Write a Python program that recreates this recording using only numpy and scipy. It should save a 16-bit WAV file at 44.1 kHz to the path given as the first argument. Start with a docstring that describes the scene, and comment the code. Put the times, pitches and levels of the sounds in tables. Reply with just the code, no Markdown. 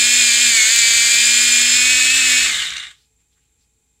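"""A quiet room, one microphone close to a table where a small battery sharpener grinds a pencil. The motor
drives a ten-tooth pinion: the gears whine and clatter in the plastic case and sag as the blade bites, with one
sharp crack and a few fainter bright clicks. The pencil is eased out, the motor is cut, the gears rattle to a
stop, and the pencil is lifted away with a few faint touches."""
import sys
import numpy as np
from scipy import signal
from scipy.fft import rfft, irfft
from scipy.io import wavfile

SR = 44100
rng = np.random.default_rng(int(sys.argv[2]) if len(sys.argv) > 2 else 0)


def wav_record(signal):
    """Record a signal, one row per channel, as 16-bit PCM in the file named by sys.argv[1]."""
    frames = np.transpose(np.atleast_2d(signal))
    bounded = np.clip(frames, -1, 1)
    # unit amplitude maps onto the largest positive 16-bit level
    quanta = np.round(bounded * 32767).astype(np.int16)
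    wavfile.write(sys.argv[1], SR, quanta)


N = 176400
T = np.arange(N) / SR
HZ = np.fft.rfftfreq(N, 1 / SR)

# motor speed, under load and then coasting (time [s], speed [turns/s])
MOTOR_SPEED = [(0, 242), (.22, 243.5), (.33, 235.5), (.45, 243.5), (.56, 226), (.64, 215), (.71, 229),
               (.77, 236.5), (.83, 231), (1.12, 235.5), (1.25, 239), (1.72, 243.5), (1.87, 251.5),
               (2.03, 254.5), (2.16, 261.5), (2.34, 250.5), (2.46, 261.5), (2.55, 185.5), (2.65, 134.5),
               (2.78, 77), (2.89, 51), (2.94, 1)]
PINION_TEETH, WHEEL_TEETH = 10, 32
CUT_S, COAST_FADE_DB_PER_S = 2.46, 167.5  # the motor is cut and the gear tones fade
POWERED, SINCE_CUT_S = T < CUT_S, np.maximum(T - CUT_S, 0)
FLUTTER_HZ, MESH_FLUTTER_DB = 19, 1.5
CASE_T60_S, CASE_RING_DB = 0.02, -5.5


def amp(db):
    """Decibels to gain."""
    return 10 ** (np.asarray(db) / 20)


def unit(x):
    """Scales to rms 1."""
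    return x / np.sqrt(np.mean(x ** 2) + 1e-20)


def curve(points):
    """Joins (time [s], value) rows by straight lines."""
    return np.interp(T, *np.transpose(points))


def colour(x, points):
    """Filters x by (frequency [Hz], gain [dB]) rows."""
    hz, db = np.transpose(points)
    return irfft(rfft(x) * amp(np.interp(np.log(HZ + 1), np.log(hz), db)), N)


def drift(hz):
    """Random wander of rms 1, rolling off above hz."""
    return unit(irfft(rfft(rng.standard_normal(N)) / (1 + (HZ / hz) ** 4), N))


def sine(cycles):
    """A tone of rms 1 along a running phase."""
    return np.sqrt(2) * np.sin(2 * np.pi * cycles)


def narrow_noise(cycles, width_hz):
    """A narrow band of noise of rms 1 around a running phase."""
    phase = 2 * np.pi * cycles
    return unit(drift(width_hz) * np.cos(phase) + drift(width_hz) * np.sin(phase))


def ring(x, t60, wet_db):
    """Adds a dense, dying tail of reflections."""
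    t = T[:SR // 2]
    tail = rng.standard_normal(len(t)) * amp(-60 * t / t60) * (t > .001)
    return x + amp(wet_db) * signal.fftconvolve(x, tail / np.linalg.norm(tail))[:N]


def bursts(rows, spectrum, decay_s):
    """Sudden, quickly dying bursts of noise from (time [s], onset level [dB]) rows."""
    envelope = sum(amp(db) * (T >= s) * np.exp(-abs(T - s) / decay_s) for s, db in rows)
    filter_gain = np.std(colour(signal.unit_impulse(N), spectrum)) * np.sqrt(N)
    return colour(envelope * rng.standard_normal(N), spectrum) / filter_gain


def motor_turns():
    """Angle of the motor shaft in turns; it wobbles, and slows a little at each bite of the blade."""
    blade_sag, turns_per_bite = .006, 17.7
    speed = curve(MOTOR_SPEED)
    bite = np.sin(2 * np.pi * np.cumsum(speed) / SR / turns_per_bite)
    speed *= 1 + .0025 * drift(hz=18) - blade_sag * bite
    return np.cumsum(speed) / SR + .003 * drift(hz=151)


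def knocks(turns):
    """A gain that jumps once per turn of the shaft and of the wheel, then falls back."""
    decay_turns = 0.093
    wheel = turns * PINION_TEETH / WHEEL_TEETH
    return 1 + 0.89 * np.exp(-(turns % 1) / decay_turns) + 0.79 * np.exp(-(wheel % 1) / decay_turns)


def gear_whine(turns):
    """The meshing tone, a slow gear, and shaft multiples swayed by the off-centre wheel."""
    # tone of the meshing teeth (time [s], level [dB])
    mesh_level = [(0, -23), (.25, -22.5), (.5, -20.5), (.62, -17), (.73, -26.5), (.83, -19.5),
                  (1.12, -22.5), (1.6, -22), (1.72, -26.5), (1.8, -20.5), (2.05, -20.5), (2.18, -19),
                  (2.3, -23), (2.45, -23)]
    # gear tones (multiple of motor speed [ratio], relative level [dB])
    partials = [(4, -31), (5, -26), (6, -19.5), (6.75, -26), (7, -11.5), (8, -11), (8.75, -16.5), (9, -7),
                (11, -5.5), (12, -19.5), (13, -11.5), (14, -18.5), (15, -18), (16, -13.5), (17, -17),
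                (18, -12), (19, -15.5), (21, -7), (22, -19), (23, -17), (26, -15), (27, -14), (28, -8.5),
                (30, -3.5), (32, -18.5), (37, -19), (39, -26)]
    # case panel resonances that lift those tones (frequency [Hz], half-width [Hz], lift [dB])
    panels = [(1790, 90, 6), (2267, 38, 7), (3130, 120, 8), (4300, 140, 8), (5116, 110, 4), (5200, 70, 4.5),
              (6550, 130, 7), (7250, 95, 6)]
    partials_db, wheel_sway, slow_gear_ratio = -24, .3, 1.44
    wheel, speed = turns * PINION_TEETH / WHEEL_TEETH, curve(MOTOR_SPEED)
    grid_hz = HZ[::20]
    panel_db = sum(db / (1 + ((grid_hz - hz) / width) ** 2) for hz, width, db in panels)
    mesh_db = curve(mesh_level) + MESH_FLUTTER_DB * drift(FLUTTER_HZ)
    out = amp(mesh_db) * sine(PINION_TEETH * turns + rng.random())
    out += amp(-57.5 + 3.7 * drift(FLUTTER_HZ)) * sine(slow_gear_ratio * turns + rng.random())
    for multiple, db in partials:
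        sway = 1 + wheel_sway * np.sin(2 * np.pi * (wheel + rng.random()))
        flutter = unit(amp(drift(FLUTTER_HZ)) * sway)
        lift_db = np.interp(multiple * speed, grid_hz, panel_db)
        out += amp(partials_db + db + lift_db) * flutter * sine(multiple * turns + rng.random())
    return out * amp(-COAST_FADE_DB_PER_S * SINCE_CUT_S)


def tooth_strain(turns):
    """Hard-pressed teeth add the octave of the meshing tone, louder as the load slows the motor."""
    easy_speed_hz, load_db_per_hz, load_limit_db = 242, 1.8, 7
    load_db = np.minimum(load_db_per_hz * (easy_speed_hz - curve(MOTOR_SPEED)), load_limit_db)
    level_db = -32.5 + load_db + MESH_FLUTTER_DB * drift(FLUTTER_HZ) - COAST_FADE_DB_PER_S * SINCE_CUT_S
    return amp(level_db) * sine(2 * PINION_TEETH * turns)


def rotor_hum(turns):
    """The unbalanced rotor hums at the shaft rate, sliding down and fading as it coasts."""
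    # hum under power (time [s], level [dB])
    hum_level = [(0, -42.5), (.25, -40.5), (.34, -46), (.48, -39), (.62, -59), (.85, -54), (1.1, -51.5),
                 (1.25, -43), (1.65, -39.5), (2.1, -44), (2.35, -40), (2.46, -48)]
    fade_db_per_s = 75.5
    return amp(curve(hum_level) - fade_db_per_s * SINCE_CUT_S) * sine(turns)


def tooth_clatter(turns):
    """Each uneven tooth strikes the next and rings the case, over the scrape of the blade."""
    # response of the plastic case (frequency [Hz], gain [dB])
    case_response = [(59, -56), (100, -30.5), (197, -40.5), (239, -22), (295, -26.5), (343, -16),
                     (406, -32), (621, -22.5), (872, -26.5), (1060, -24), (1310, -21.5), (1480, -11),
                     (1680, -14.5), (1870, -5.5), (2080, -6.5), (2750, -6.5), (3780, -0.5), (4110, -4),
                     (5190, -7.5), (5770, -10), (7290, 2.5), (8280, -4), (10700, -22), (13200, -21.5),
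                     (16000, -30.5)]
    # bright clatter (time [s], level [dB])
    clatter_level = [(0, -15.5), (.6, -15), (1.1, -15), (1.6, -15.5), (1.75, -16.5), (2.0, -16.5),
                     (2.11, -18.5), (2.17, -16), (2.22, -18.5), (2.32, -16), (2.43, -18.5), (2.52, -24),
                     (2.64, -27), (2.74, -41), (2.83, -45), (2.92, -50), (2.98, -75), (3.08, -95)]
    slop_turns, wear_db, chance_db = .014, 5, 4.5
    scrape_share, cutter_hz = 0.45, 4.9
    loose_turns = turns + slop_turns * drift(hz=2500)
    tooth = np.maximum.accumulate(np.floor(loose_turns * PINION_TEETH)).astype(int)
    contact = np.diff(tooth, prepend=tooth[0]) > 0
    wear = wear_db * unit(rng.uniform(-1, 1, PINION_TEETH))
    chance = chance_db * np.clip(rng.standard_normal(N), -1.6, 1.6)
    strikes = contact * amp(wear[tooth % PINION_TEETH] + chance) * rng.choice([-1, 1], N)
    scrape = unit(rng.standard_normal(N) * knocks(turns))
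    drive = np.sqrt(1 - scrape_share) * strikes / np.std(strikes[POWERED])
    drive += np.sqrt(scrape_share) * scrape
    grain_db = -0.79 * drift(hz=250)
    drive *= amp(0.05 * np.sin(2 * np.pi * cutter_hz * T) + grain_db)
    body = colour(ring(drive, CASE_T60_S, CASE_RING_DB), case_response)
    case_mode = amp(-14.5) * narrow_noise(7360 * T, width_hz=220)
    return (body / np.std(body[POWERED]) + case_mode) * amp(curve(clatter_level))


def slack_rattle(turns):
    """Slack gears knock with every turn, ever more slowly as they coast, and ring the housing."""
    # duller colour of the slack gears (frequency [Hz], gain [dB])
    slack_response = [(59, -46.5), (100, -13), (322, -31.5), (365, -17.5), (398, -24.5), (784, -27),
                      (1360, -5.5), (1910, 3.5), (2470, -3.5), (3620, 1.5), (4980, -15.5), (7450, -13),
                      (8830, -15.5), (10000, -31), (16000, -46.5)]
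    # rattle, loudest just after the cut (time [s], level [dB])
    rattle_level = [(0, -42.5), (2.1, -25), (2.44, -24), (2.52, -23), (2.58, -22), (2.66, -26), (2.74, -29),
                    (2.8, -31), (2.88, -37), (2.915, -45.5), (2.98, -82)]
    drive = rng.standard_normal(N) * knocks(turns) ** 1.3 * amp(2 * drift(hz=120))
    body = colour(ring(drive, CASE_T60_S, CASE_RING_DB), slack_response)
    housing_mode = amp(-10.5) * narrow_noise(3805 * T, width_hz=110)
    return (body / np.std(body[POWERED]) + housing_mode) * amp(curve(rattle_level))


def table_rumble():
    """The casing shakes the table in proportion to the motor's speed."""
    # rumble of the casing on the table (frequency [Hz], gain [dB])
    spectrum = [(20, -33.5), (42, -27.5), (56, -4.5), (70, 1), (90, -16.5), (160, -10.5), (300, -23),
                (520, -29.5), (780, -14), (1100, -32), (2000, -50.5)]
    shake = curve(MOTOR_SPEED) / MOTOR_SPEED[0][1]
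    return amp(-48.5) * unit(colour(rng.standard_normal(N), spectrum)) * shake


def room_tone():
    """Quiet room noise, faint steady tones and a thin high whistle."""
    # noise of the room (frequency [Hz], gain [dB])
    air_spectrum = [(15, -36), (25, -7), (84, 0), (270, -11.5), (384, -17.5), (451, -11), (560, -27.5),
                    (840, -20.5), (962, -24.5), (2000, -27), (2480, -16.5), (2760, -25.5), (4140, -21.5),
                    (5140, -26.5), (7510, -11.5), (8590, -19), (16000, -34.5)]
    # steady background tones (frequency [Hz], level [dB])
    steady_tones = [(59.2, -71.5), (441.4, -86), (834.4, -87.5), (2509, -86.5), (3101, -90.5)]
    air = amp(-67.5) * unit(colour(rng.standard_normal(N), air_spectrum))
    tones = sum(amp(db) * sine(hz * T + rng.random()) for hz, db in steady_tones)
    whistle = amp(-71.5) * narrow_noise(7400 * T, width_hz=70)
    return air + tones + whistle


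def crack_and_clicks():
    """One sharp crack and four fainter, brief bright clicks."""
    # one sharp crack and fainter clicks (time [s], onset level [dB])
    cracks = [(0.429, -17.5), (.762, -7), (1.159, -17.5), (1.261, -16), (1.441, -16.5)]
    spectrum = [(300, -24), (1000, -18.5), (2000, -6), (8000, 1.5), (15000, -8)]
    return bursts(cracks, spectrum, decay_s=0.001)


def coasting_gears(turns):
    """Unloaded teeth bounce, so the meshing tone and its overtones blur as they fall."""
    # blurred tones (meshing harmonic [number], peak time [s], half-length [s], level [dB])
    swells = [(1, 2.48, 0.0811, -25.5), (2, 2.58, 0.056, -25), (3, 2.66, .05, -32)]
    tones = np.zeros(N)
    for harmonic, peak_s, half_s, db in swells:
        envelope = amp(db) * np.exp(-((T - peak_s) / half_s) ** 2)
        tones += envelope * narrow_noise(harmonic * PINION_TEETH * turns, width_hz=200)
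    knocking = knocks(turns)
    return tones * knocking / np.mean(knocking[POWERED])


def last_ticks():
    """Single teeth catch and ring the case as the wheel comes to rest."""
    # catching teeth (time [s], onset level [dB])
    catches = [(2.623, -19), (2.652, -20.5), (2.704, -20), (2.736, -23), (2.768, -17.5), (2.781, -20.5),
               (2.828, -33)]
    spectrum = [(600, -24.5), (1800, 0.5), (3700, 0.5), (5500, -6), (7500, -2), (11000, -34.5)]
    return ring(bursts(catches, spectrum, decay_s=0.00193), CASE_T60_S, CASE_RING_DB)


def pencil_touches():
    """Pencil and fingers rub softly as the pencil is lifted away."""
    # faint rubs (peak time [s], half-length [s], level [dB], centre [Hz])
    rubs = [(2.997, .07, -64, 4200), (3.21, .025, -72, 2500), (3.335, .02, -69, 3600),
            (3.381, .02, -70, 1800), (3.44, .05, -73, 3000), (3.624, .03, -68, 4500)]
    out = np.zeros(N)
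    for peak_s, half_s, db, hz in rubs:
        rub = colour(rng.standard_normal(N), [(hz / 4, -22), (hz, 0), (hz * 4, -22)])
        out += unit(rub) * amp(db) * np.exp(-((T - peak_s) / half_s) ** 2)
    return out


def scene():
    """The sharpener close up, in mono: its noises carry a short room tail, its tones stay dry."""
    turns = motor_turns()
    noises = tooth_clatter(turns) + slack_rattle(turns) + crack_and_clicks()
    noises += coasting_gears(turns) + last_ticks() + pencil_touches()
    in_room = ring(noises, t60=0.29, wet_db=-10.5)
    tones = gear_whine(turns) + tooth_strain(turns) + rotor_hum(turns)
    return (in_room + tones + table_rumble() + room_tone())[None]


def record(dry):
    """The microphone chain softly rounds the loudest peaks, then cuts the highest treble."""
    ceiling, edge_hz = 1.1, 15850
    rounded = dry / (1 + (dry / ceiling) ** 8) ** (1 / 8)
    lowpass = signal.firwin(511, edge_hz, window=("kaiser", 9), fs=SR)
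    return signal.oaconvolve(rounded, lowpass[None], "same")


dry = scene()
out = record(dry)
wav_record(out)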